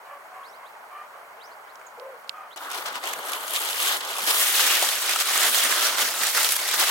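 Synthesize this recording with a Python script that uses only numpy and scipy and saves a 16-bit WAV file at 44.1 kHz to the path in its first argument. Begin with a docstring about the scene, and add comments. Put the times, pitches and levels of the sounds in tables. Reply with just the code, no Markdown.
"""A stiff synthetic curtain is carried closer, unfolded and shaken out: bursts of filtered noise and
plucked resonators for its creases, a smooth swish, louder single snaps, a low noise rumble.
Before it, joined by a cut: a quiet snowy camp ground with far traffic hum (banded noise), distant
barks (hoarse partials), a small bird (swept near sines) and a few nearby ticks (noise puffs)."""
import sys
import numpy as np
from scipy import signal
from scipy.io import wavfile
from scipy.ndimage import uniform_filter1d

SR = 44100
rng = np.random.default_rng(int(sys.argv[2]) if len(sys.argv) > 2 else 0)


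def persist_wave(psi):
    """Save psi, clipped to +-1, as 16-bit WAV."""
    counts = np.round(np.clip(psi, -1, 1) * 32767).astype(np.int16)
    wavfile.write(sys.argv[1], SR, np.atleast_2d(counts).T)


N = 304290

# Far hum and hiss: spectrum (frequency [Hz], relative density [dB])
AIR_COLOUR = [(24, -65), (40, -39), (199, -23), (363, -20), (422, -12.5), (570, -4), (896, 1), (1120, -3),
              (1210, -8), (1300, -2), (1550, -8), (1900, -8.5), (2700, -19.5), (4800, -26.5), (14800, -29),
              (16000, -27)]
# Left-right correlation of the air (frequency [Hz], likeness [-1 to 1])
AIR_LIKENESS = [(60, 0.78), (130, 1), (290, 0.62), (640, 0.79), (1410, 0.18), (3100, -0.7), (6820, 1),
                (15000, 0.98)]
# Stereo balance of the air (frequency [Hz], left minus right [dB])
AIR_BALANCE = [(60, -4), (130, 2), (290, -3), (640, 1.5), (1410, -1), (3100, -5), (6820, 1.5), (15000, -1)]
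# Far barks (time [s], length [s], start pitch [Hz], middle pitch [Hz], end pitch [Hz],
# second partial level [dB], fundamental re second partial [dB], throat re second partial [dB])
BARKS = [(0.052, 0.15, 567, 578, 540, -43.5, -11, -5), (0.309, 0.18, 518, 554, 519, -44.5, -14, -3.5),
         (0.583, 0.1, 516, 544, 530, -47.5, -29, -15), (0.902, 0.18, 577, 599, 612, -42, -16, -11),
         (1.132, 0.093, 559, 589, 590, -47.5, -7, -13), (1.971, 0.2, 462, 537, 452, -53, 13, -12),
         (2.328, 0.17, 630, 610, 597, -44.5, -13, -4.5)]
# Bird whistles (time [s], length [s], start [Hz], middle [Hz], end [Hz], level before flutter [dB])
CHIRPS = [(0.429, 0.11, 2930, 5020, 6200, -54.5), (0.519, 0.068, 3300, 4400, 5500, -60),
          (0.635, 0.069, 2550, 3850, 5270, -60), (1.39, 0.1, 2300, 4750, 6550, -50.5),
          (1.5, .055, 3720, 4580, 5500, -62), (1.67, 0.064, 2820, 4070, 5500, -61),
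          (1.865, 0.013, 7600, 6660, 6400, -47), (2.38, .01, 7000, 6700, 6600, -60),
          (2.504, 0.067, 2850, 4070, 5140, -47.5)]
# Nearby ticks (time [s], peak before pan [dB], ring [Hz], left minus right [dB])
TICKS = [(1.756, -37.5, 4770, -4), (1.7964, -45, 6470, 2), (1.8145, -31.5, 1600, -1),
         (1.998, -35.5, 3800, -14), (2.2445, -34, 980, -5), (2.2767, -48, 3560, 22),
         (2.2939, -16.5, 3300, -11.5)]
# Low rumble under the cloth, uneven in level (time [s], level [dB])
RUMBLE_LEVEL = [(2.56, -74), (2.68, -65), (2.85, -57), (2.91, -67), (3.1, -64), (3.13, -59), (3.38, -76),
                (3.43, -67), (3.71, -80), (4.03, -63), (4.08, -93), (4.13, -57), (4.18, -77), (4.23, -58),
                (4.29, -93), (4.44, -67), (4.49, -100), (4.66, -62), (4.9, -85), (4.94, -60), (5.25, -95),
                (5.29, -65), (6.08, -58.5), (6.13, -62), (6.23, -56), (6.27, -71), (6.73, -61.5),
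                (6.79, -55), (6.81, -66), (6.9, -60)]
# Spectrum of that rumble (frequency [Hz], relative density [dB])
RUMBLE_COLOUR = [(18, -60), (30, -39), (113, -21), (147, -13.5), (183, -13), (260, -6), (340, -29),
                 (570, -120)]
# Creases that snap, folds that flap open
# (time [s], peak before pan [dB], ring [Hz], left minus right [dB], t60 of a 3 kHz ring [s])
SNAPS = [(2.5611, -33, 864, -1, 0.04), (2.575, -27, 853, 2, 0.036), (2.7017, -27, 1120, 1, 0.044),
         (2.7152, -21, 1210, -4, 0.04), (2.746, -25, 1950, 4, 0.04), (2.7754, -22, 883, -1, 0.04),
         (2.8604, -29, 1260, -1.5, 0.04), (2.863, -21.5, 1620, 8, 0.051), (2.872, -29, 1250, -7, 0.046),
         (2.955, -28, 2590, 22, 0.046), (3.041, -29, 1130, 1, 0.061), (3.073, -20, 2900, -9, 0.04),
         (3.0886, -20, 1440, 1.0, 0.05), (3.1322, -20, 1110, 8, 0.028), (3.1355, -16, 2240, -11, 0.03),
         (3.2859, -20, 1290, -7, 0.05), (3.2948, -18, 3060, -2, 0.046), (3.3189, -16, 1250, 5, 0.048),
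         (3.3328, -15.5, 2720, -5, 0.087), (3.4797, -19, 1280, 3, 0.04), (3.5065, -22, 1220, -4, 0.025),
         (3.5363, -12.5, 9800, 3, 0.036), (3.5454, -14, 1600, -2, 0.037), (3.5553, -13.5, 3770, -1, 0.04),
         (3.5614, -13, 3270, -11, 0.035), (3.6883, -14, 3290, -9, 0.033), (3.7295, -19, 3500, -16, 0.04),
         (3.8023, -13, 3280, -2, 0.037), (3.8275, -9, 8100, -1, 0.044), (3.86, -14, 2990, 0.5, 0.036),
         (3.878, -15, 3880, 1.0, 0.04), (3.892, -21, 3600, -1, 0.04), (3.925, -13.5, 3480, -4, 0.047),
         (4.008, -25, 3130, -8, 0.04), (4.0493, -19.5, 930, 0.5, 0.066), (4.1024, -31, 2990, 1, 0.044),
         (4.154, -21, 1010, 5, 0.045), (4.183, -14.5, 930, -4, 0.046), (4.218, -24, 4510, -7, 0.04),
         (4.2374, -26, 840, 5, 0.058), (4.2986, -17, 3420, 4, 0.04), (4.4097, -16, 8320, -2, 0.043),
         (4.5946, -8, 1530, 1, 0.049), (4.6714, -20, 3700, -2, 0.035), (4.8252, -7, 910, 2, 0.094),
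         (4.8886, -7.5, 3600, 0.0, 0.04), (4.9545, -14, 10000, -3, 0.015), (5.0204, -19, 961, 0, 0.04),
         (5.06, -17, 9000, -2, 0.012), (5.094, -10.5, 2100, -10, 0.04), (5.11, -19, 1580, 2, 0.04),
         (5.1595, -11, 1250, 1, 0.032), (5.2026, -12, 5040, -3, 0.032), (5.2207, -22, 1580, -0.5, 0.049),
         (5.2575, -13, 9000, -1.5, 0.01), (5.31, -19, 1320, -7, 0.047), (5.3775, -7, 7100, -1.0, 0.01),
         (5.4963, -10, 9400, 6, 0.006), (5.5456, -6, 3640, -3, 0.03), (5.724, -10.5, 1840, -9, 0.1),
         (5.9728, -17, 1160, -12, 0.055), (5.9834, -14, 1260, -7, 0.064), (6.2233, -26, 1250, 3, 0.04),
         (6.2344, -8.5, 1870, -8, 0.069), (6.27, -12, 7000, 3, 0.04), (6.3485, -10.5, 1580, -6, 0.053),
         (6.379, -12, 1500, -9, 0.034), (6.4313, -5, 7600, -1, 0.064), (6.4452, -8, 3800, -3, 0.069),
         (6.4895, -8.5, 4540, -2, 0.03), (6.5212, -7.5, 9500, -1, 0.087), (6.564, -9, 9450, 2, 0.044),
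         (6.6888, -10.5, 3660, 0, 0.04), (6.7398, -10, 1600, -3, 0.056), (6.795, -21, 4600, -9, 0.04),
         (6.8377, -13, 1290, -1, 0.04)]
# Handling of the cloth
# (time [s], crackle level [dB], low folds re crackle [dB], sheen re crackle [dB])
CLOTH_HANDLING = [(2.56, -43, 6, -5), (2.58, -36.5, -2.5, -12), (2.6, -42.5, 6.5, -2), (2.69, -43, 8.5, -2),
                  (2.72, -35, -1, -7), (2.79, -35.5, 2.5, -2.5), (2.85, -44.5, 8, 2),
                  (2.86, -31, -0.5, -16), (2.92, -40.5, 7.5, -5), (2.96, -33.5, 1.5, -13),
                  (3.01, -42.5, 9, 1), (3.04, -34.5, 3.5, -7), (3.08, -33, 1.5, -2),
                  (3.19, -40.5, 9.5, -1.5), (3.27, -36.5, 4.5, 0.5), (3.3, -34.5, 3, -4),
                  (3.42, -38.5, 4.5, 0), (3.53, -34.5, -1, 2.5), (3.56, -25, -7.5, -3), (3.59, -35.5, 0, 4),
                  (3.61, -31, 0, 1.5), (3.77, -30.5, -4.5, -1), (3.86, -25, -5.5, 0.5), (3.94, -27, -1, -1),
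                  (4.0, -38, 2.5, 2), (4.01, -29, -7, -9), (4.02, -36, 2.5, -6), (4.25, -30.5, -3, -0.5),
                  (4.31, -20.5, -3.5, 0), (4.32, -28.5, -1.5, 1), (4.4, -23, -8, 3.5), (4.44, -25, -9, 2),
                  (4.72, -21, -8, -3), (4.99, -30, -7, -1), (5.05, -28.5, -4.5, 0.5), (5.1, -24, -9, -5),
                  (5.18, -28.5, -6.5, -1), (5.21, -22.5, -10.5, -2.5), (5.24, -29, -8, 0.5),
                  (5.3, -26.5, -4.5, 0), (5.48, -21, -6.5, -2), (5.51, -29, -7.5, 3), (5.55, -22, -7, 0),
                  (5.81, -26.5, -3.5, -2.5), (5.85, -21, -7.5, -3), (5.96, -30, -2.5, -4),
                  (6.02, -21.5, -6, -1), (6.04, -26, -7.5, -3.5), (6.16, -32.5, -4, 0.5),
                  (6.27, -24.5, -9, -4), (6.32, -29.5, -10.5, 1), (6.37, -24.5, -5, -1),
                  (6.54, -28, -11.5, 0.5), (6.62, -31.5, -3.5, 0), (6.75, -25, -8.5, -5.5),
                  (6.77, -31, -3.5, 5), (6.8, -23, -5, -1), (6.84, -21, -5.5, -2), (6.86, -26.5, -12, -2),
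                  (6.9, -23.5, -4, -3)]
# Cloth spectrum (frequency [Hz], relative density [dB])
CLOTH_COLOUR = [(120, -48), (200, -12), (236, -15), (456, -10.5), (916, -2.5), (1040, -9), (1180, 0.5),
                (2380, -4.5), (3560, -3.5), (4900, -5), (6520, -8), (11100, -9.5), (15100, -13),
                (16000, -13)]
# Left-right correlation of the cloth (frequency [Hz], likeness [0 to 1])
CLOTH_LIKENESS = [(60, 0.56), (130, 0.69), (290, 1), (640, .9), (1410, 0.61), (3100, 0.21), (4700, 0.039),
                  (6820, 0.33), (15000, 0.61)]
# Stereo balance of the cloth (frequency [Hz], left minus right [dB])
CLOTH_BALANCE = [(60, 0), (130, -2), (290, 0.1), (640, 1.5), (1410, -2.5), (3100, 2), (6820, -1.5),
                 (15000, 1.8)]
# Cloth comes nearer and is spread open (time [s], left minus right [dB], bundle hump [0 to 1])
CLOTH_SPREAD = [(2.56, 1, 0.34), (3.2, 0.5, 0.5), (3.55, 0.5, 0.75), (3.9, 0, 0.9), (4.15, -0.3, 0.35),
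                (4.45, -0.3, 0.47), (5.1, -0.5, 0.1), (5.6, -1, 0.51), (6.2, -0.8, 0), (6.9, 0.1, 0.24)]
# Cloth starts off left, heard there first (time [s], lead of the left microphone [ms])
LEFT_LEAD = [(2.56, 0.14), (3.1, 0.26), (4.3, 0.22), (4.5, 0.058), (6.9, 0.0)]
# Level across the cut: camp ground, then cloth (time [s], gain)
QUIET_GAIN = [(0, 1), (2.535, 1), (2.558, .25), (2.56, 0)]
NEAR_GAIN = [(2.559, 0), (2.561, 1), (6.9, 1)]

AIR_DB = -44.5
BARK_UPPER_DB = (-13, -15, -21)   # third to fifth partial re second
BARK_ROUGH_HZ, THROAT_HZ = 30, 744   # hoarseness corner of partial 1; fixed throat resonance
BARK_ECHO_S, BARK_ECHO_DB = .03, -7
BIRD_FLUTTER_DB, BIRD_WOBBLE_RAD, BIRD_OCTAVE_DB, BIRD_PAN_DB = 3, .85, -22, -4
BIRD_ECHO_DB, BIRD_ECHO_T60_S = -5, .15   # scatter off trunks and tents
TICK_T60_S, TICK_WIDTH_RATIO, SNAP_WIDTH_RATIO = .009, 1.4, 1.24   # t60 at 3 kHz; hump edges re ring
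LOW_RINGS_LONGER = .067   # click decay time goes with (3 kHz / ring) to this power
CRACK_T60_S, CRACK_DB = .012, 2   # sharp opening of a click, re its puff
CREASES_PER_S, HANDLING_REF_DB, DENSER = 900, -32.5, .82   # rate before clumping at reference handling
CREASE_SPREAD_DB, GRAIN_S = 3.0, .005   # uneven crease sizes; decay constant of one burst
SWISH = 2.4   # sliding of the fabric at reference handling, crackle grains have rms 1
RING_CYCLES, RING_DB = 32, -6   # cycles to -60 dB; taut facets re noise part
PRICKS_PER_S, PRICK_DB, PRICK_T60_S = 160, 5, .004   # rate at reference handling and above
WAVER_DB, WAVER_HZ = .9, 28   # random wavering of the cloth level: spread, drift corner
BUNDLE_HZ, LEAD_BAND_HZ = (2740, 3630), (1300, 5000)   # bundled cloth's hump; band of the left lead
ROUND_OFF, CUTOFF_HZ = .8, 16150   # peak ceiling; top of the spectrum
OPPOSITE = np.array([[1], [-1]])


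def from_db(db):
    """Decibels to gain."""
    return 10 ** (np.asarray(db) / 20)


def rms_one(x):
    """Scale to unit rms."""
    return x / np.sqrt(np.mean(x ** 2) + 1e-20)


def in_time(rows):
    """Columns of a time curve, one value per sample."""
    s, *columns = np.transpose(rows)
    return [np.interp(np.arange(N) / SR, s, c) for c in columns]


def at_hz(points, hz):
    """Read a spectrum on a log-frequency axis."""
    point_hz, value = np.array(points).T
    return np.interp(np.log(hz), np.log(point_hz), value)


def pan(left_minus_right_db):
    """Left and right gains."""
    return from_db(np.array([left_minus_right_db / 2, -left_minus_right_db / 2]))


def band_pass(order, edges_hz):
    """Butterworth band-pass sections."""
    return signal.butter(order, edges_hz, "band", fs=SR, output="sos")


def high_pass(x, hz):
    """Steep low cut."""
    return signal.sosfilt(signal.butter(6, hz, "high", fs=SR, output="sos"), x)


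def drift(corner_hz):
    """Unit-spread random drift: two-pole filtered noise, computed every 40 samples."""
    r = np.exp(-80 * np.pi * corner_hz / SR)
    noise = rng.standard_normal(N // 40 + 2002)
    slow = signal.lfilter([1], [1, -2 * r, r * r], noise)[2000:]   # settled part
    return np.interp(np.arange(N) / 40, np.arange(len(slow)), rms_one(slow))


def bands(excite, colour, likeness, balance, gain_db, which=range(18)):
    """Half-octave stereo noise; excite() shapes a band before its filter, gain_db(hz) after."""
    out, edges_hz = 0, 35 * 2 ** (np.arange(19) / 2)
    white = rng.standard_normal((2, 2, N))   # neighbouring bands get unrelated noise
    for k in which:
        low_hz, high_hz = edges_hz[k:k + 2]
        mid, side = signal.sosfilt(band_pass(2, [low_hz, high_hz]), excite() * white[k % 2])
        hz = np.sqrt(low_hz * high_hz)
        alike = np.clip(at_hz(likeness, hz), -.98, .98)
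        pair = np.sqrt(1 + alike) * mid + np.sqrt(1 - alike) * side * OPPOSITE
        gain = from_db(at_hz(colour, hz) + gain_db(hz))
        out = out + gain * pan(at_hz(balance, hz))[:, None] * pair
    return out


def glide(length_s, start_hz, middle_hz, end_hz):
    """Phase of a tone on a parabola through three pitches, and its progress 0-1."""
    u = np.linspace(0, 1, int(length_s * SR))
    hz = np.polyval(np.polyfit([0, .5, 1], [start_hz, middle_hz, end_hz], 2), u)
    return 2 * np.pi * np.cumsum(hz) / SR, u


def add(out, s, sound):
    """Mix a short sound in at time s."""
    i = round(s * SR)
    out[:, i:i + sound.shape[1]] += sound[:, :N - i]


def air():
    """Far hum and hiss: steady noise wavering band by band."""
    sound = bands(lambda: 1, AIR_COLOUR, AIR_LIKENESS, AIR_BALANCE, lambda hz: drift(16.0))
    return from_db(AIR_DB) * rms_one(sound)


def dogs(clear=.9):
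    """Far barks: gliding partials and a fixed throat tone, blurred by random drift, plus one echo."""
    out = np.zeros((2, N))
    widths_hz = BARK_ROUGH_HZ * np.arange(1, 6) ** 1.5   # higher partials are blurred more
    common, apart = [[drift(hz) + 1j * drift(hz) for hz in widths_hz] for part in range(2)]
    for s, length_s, start_hz, middle_hz, end_hz, level_db, first_db, throat_db in BARKS:
        phase, u = glide(length_s, start_hz, middle_hz, end_hz)
        now = slice(round(s * SR), round(s * SR) + len(u))
        for k, db in enumerate((first_db, 0, *BARK_UPPER_DB)):
            hoarse = clear + .87 * common[k][now] + .092 * apart[k][now] * OPPOSITE
            partial = np.real(hoarse * np.exp(1j * (k + 1) * phase))
            add(out, s, from_db(level_db + db) * np.sin(np.pi * u ** .62) * partial)
        throat = (clear + .69 * apart[0][now]) * np.exp(2j * np.pi * THROAT_HZ * length_s * u)
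        envelope = np.sin(np.pi * u ** .5)
        add(out, s, from_db(level_db + throat_db) * envelope * np.real([throat, throat]))
    lag = round(BARK_ECHO_S * SR)
    out[:, lag:] += from_db(BARK_ECHO_DB) * out[::-1, :-lag]   # sides swapped
    return out


def bird():
    """Swept near sines, shaky in phase and strength, smeared by a decaying noise echo."""
    out = np.zeros((2, N))
    shake = from_db(BIRD_FLUTTER_DB * drift(63)) * np.exp(1j * BIRD_WOBBLE_RAD * drift(170))
    for s, length_s, start_hz, middle_hz, end_hz, level_db in CHIRPS:
        phase, u = glide(length_s, start_hz, middle_hz, end_hz)
        shaky = shake[round(s * SR):][:len(u)]
        tone = np.real(shaky * (np.exp(1j * phase) + from_db(BIRD_OCTAVE_DB) * np.exp(2j * phase)))
        envelope = np.sin(np.pi * u ** .7) ** .9
        add(out, s, from_db(level_db) * pan(BIRD_PAN_DB)[:, None] * tone * envelope)
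    decay = from_db(-60 * np.arange(4000) / SR / BIRD_ECHO_T60_S)
    scatter = rng.standard_normal((2, 4000)) * decay
    scatter = scatter / np.sqrt(np.sum(scatter ** 2, axis=1, keepdims=True))
    return out + from_db(BIRD_ECHO_DB) * signal.oaconvolve(out, scatter, axes=1)[:, :N]


def clicks(table, width_ratio, bright_db):
    """Ticks or snaps: a sharp edge and a dying noise puff, broad with a hump at the ring pitch."""
    out, t = np.zeros((2, N)), np.arange(4000) / SR
    noise = rng.standard_normal((len(table), 2, len(t)))
    for (s, peak_db, hz, pan_db, t60_s), (mid, side) in zip(table, noise):
        pair = np.append(2.5, mid[1:]) + .5 * side * OPPOSITE   # microphones differ a little
        puff = pair * from_db(-60 * t / t60_s * (hz / 3000) ** LOW_RINGS_LONGER)
        puff = puff + pair * from_db(CRACK_DB - 60 * t / CRACK_T60_S)
        hump_edges_hz = [hz / width_ratio, min(hz * width_ratio, 16000)]
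        hump = signal.sosfilt(band_pass(2, hump_edges_hz), puff)
        broad = signal.sosfilt(band_pass(2, [550, 12000]), puff)
        sound = hump / np.abs(hump).max() + from_db(bright_db) * broad / np.abs(broad).max()
        add(out, s, from_db(peak_db) * pan(pan_db)[:, None] * sound / np.abs(sound).max())
    return out


def rumble():
    """Low rumble: lumpy low noise."""
    sound = bands(lambda: 1, RUMBLE_COLOUR, CLOTH_LIKENESS, [(1, 0)],
                  lambda hz: 6.0 * drift(7.4), which=range(6))
    return from_db(in_time(RUMBLE_LEVEL)[0]) * rms_one(sound)


def delay_right(x, lead_ms):
    """Arrival lag of an off-centre source: the right channel's middle band is read late."""
    band = signal.sosfiltfilt(band_pass(3, LEAD_BAND_HZ), x[1])
    late = np.interp(np.arange(N) - lead_ms * SR / 1000, np.arange(N), band)
    return np.array([x[0], x[1] - band + late])


def facets(sizes, tilt_db):
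    """Each crease plucks one taut facet: a decaying resonator, from low folds to fine wrinkles."""
    pitches_hz, out = np.geomspace(450, 14000, num=36), 0
    dealt, pan_db = rng.integers(len(pitches_hz), size=N), 3 * rng.standard_normal(N)
    plucks = sizes * pan(pan_db) * rng.choice([-1, 1], N)
    apart = (1 - at_hz(CLOTH_LIKENESS, pitches_hz[dealt])) / 2   # share in opposite polarity
    plucks[1] *= np.where(rng.random(N) < apart, -1, 1)
    for k, hz in enumerate(pitches_hz):
        r, w = from_db(-60 * hz / RING_CYCLES / SR), 2 * np.pi * hz / SR
        gain = from_db(at_hz(CLOTH_COLOUR, hz) + tilt_db(hz)) * np.sqrt(hz)
        ring = signal.lfilter([np.sin(w) * np.sqrt(1 - r)], [1, -2 * r * np.cos(w), r * r],
                              plucks * (dealt == k) + 1e-18)
        out = out + gain * ring
    return rms_one(out)


def pricks(busy):
    """The stiffest creases flip at once: lone, very short, bright noise ticks."""
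    born = rng.random(N) < PRICKS_PER_S * busy / SR
    uneven_db = CREASE_SPREAD_DB * (np.minimum(rng.exponential(1, N), 2) - 1)
    sizes = born * np.sqrt(busy) * from_db(PRICK_DB + uneven_db)
    panned = sizes * pan(4 * rng.standard_normal(N))
    shape = signal.lfilter([1], [1, -from_db(-60 / PRICK_T60_S / SR)], panned)
    mid, side = rng.standard_normal((2, N))
    return signal.sosfilt(band_pass(1, [1500, 14000]), shape * (mid + .5 * side * OPPOSITE))


def cloth():
    """Buckling creases: short bursts in clumps, over the smooth swish of sliding fabric."""
    crackle_db, body_db, sheen_db = in_time(CLOTH_HANDLING)
    pan_db, bundled = in_time(CLOTH_SPREAD)
    # harder handling buckles more creases a second, which blend
    busy = from_db(DENSER * (crackle_db - HANDLING_REF_DB))
    born = rng.random(N) < CREASES_PER_S * busy * from_db(2.0 * drift(18)) / SR
    uneven_db = CREASE_SPREAD_DB * np.minimum(rng.exponential(1, N), 3.0)
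    sizes = born * from_db(uneven_db) / np.sqrt(busy)
    grains = rms_one(signal.lfilter([1], [1, -np.exp(-1 / (GRAIN_S * SR))], sizes))
    swish = SWISH * np.sqrt(busy) ** .45

    def excite():
        """Some creases sound in every band, others (time-shifted) in one: each has its own colour."""
        return swish + grains + .96 * np.roll(grains, rng.integers(N))

    def tilt_db(hz, usual_body_db=-4.5, usual_sheen_db=-2.0):
        """Large folds stir the low bands, fine rubbing the high ones."""
        body = np.interp(np.log(hz), np.log([1400, 2600]), [1, 0])
        sheen = np.interp(np.log(hz), np.log([5500, 9000]), [0, 1])
        folds_db = body * (body_db - usual_body_db)
        rubbing_db = sheen * (sheen_db - usual_sheen_db)
        return folds_db + rubbing_db + drift(9.2)

    sound = rms_one(bands(excite, CLOTH_COLOUR, CLOTH_LIKENESS, CLOTH_BALANCE, tilt_db,
                          which=range(5, 18)))
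    sound = sound + from_db(RING_DB) * facets(sizes * np.sqrt(np.minimum(busy, 1)), tilt_db)
    sound = sound + bundled * signal.sosfiltfilt(band_pass(2, BUNDLE_HZ), sound)
    # level out by the 2-6 kHz power, so that the handling sets the level
    crackle = signal.sosfilt(band_pass(2, [2000, 6000]), sound)
    sound = sound / np.sqrt(uniform_filter1d(np.mean(crackle ** 2, axis=0), size=6000))
    level = from_db(crackle_db + WAVER_DB * drift(WAVER_HZ))
    return level * pan(pan_db) * (sound + pricks(np.minimum(busy, 1)))


def scene():
    """Camp ground, then cloth, joined by a quick fade."""
    ticks = clicks([(*tick, TICK_T60_S) for tick in TICKS], TICK_WIDTH_RATIO, bright_db=-10.0)
    quiet = air() + bird() + high_pass(dogs(), 320) + ticks
    near = high_pass(cloth() + clicks(SNAPS, SNAP_WIDTH_RATIO, bright_db=6.0), 297)
    near = delay_right(near, in_time(LEFT_LEAD)[0]) + rumble()
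    return quiet * in_time(QUIET_GAIN)[0] + near * in_time(NEAR_GAIN)[0]


def record(dry):
    """Peaks are rounded, the top is cut steeply."""
    rounded = ROUND_OFF * np.tanh(dry / ROUND_OFF)
    return signal.sosfilt(signal.ellip(12, .3, 75, CUTOFF_HZ, fs=SR, output="sos"), rounded)


dry = scene()
out = record(dry)
persist_wave(out)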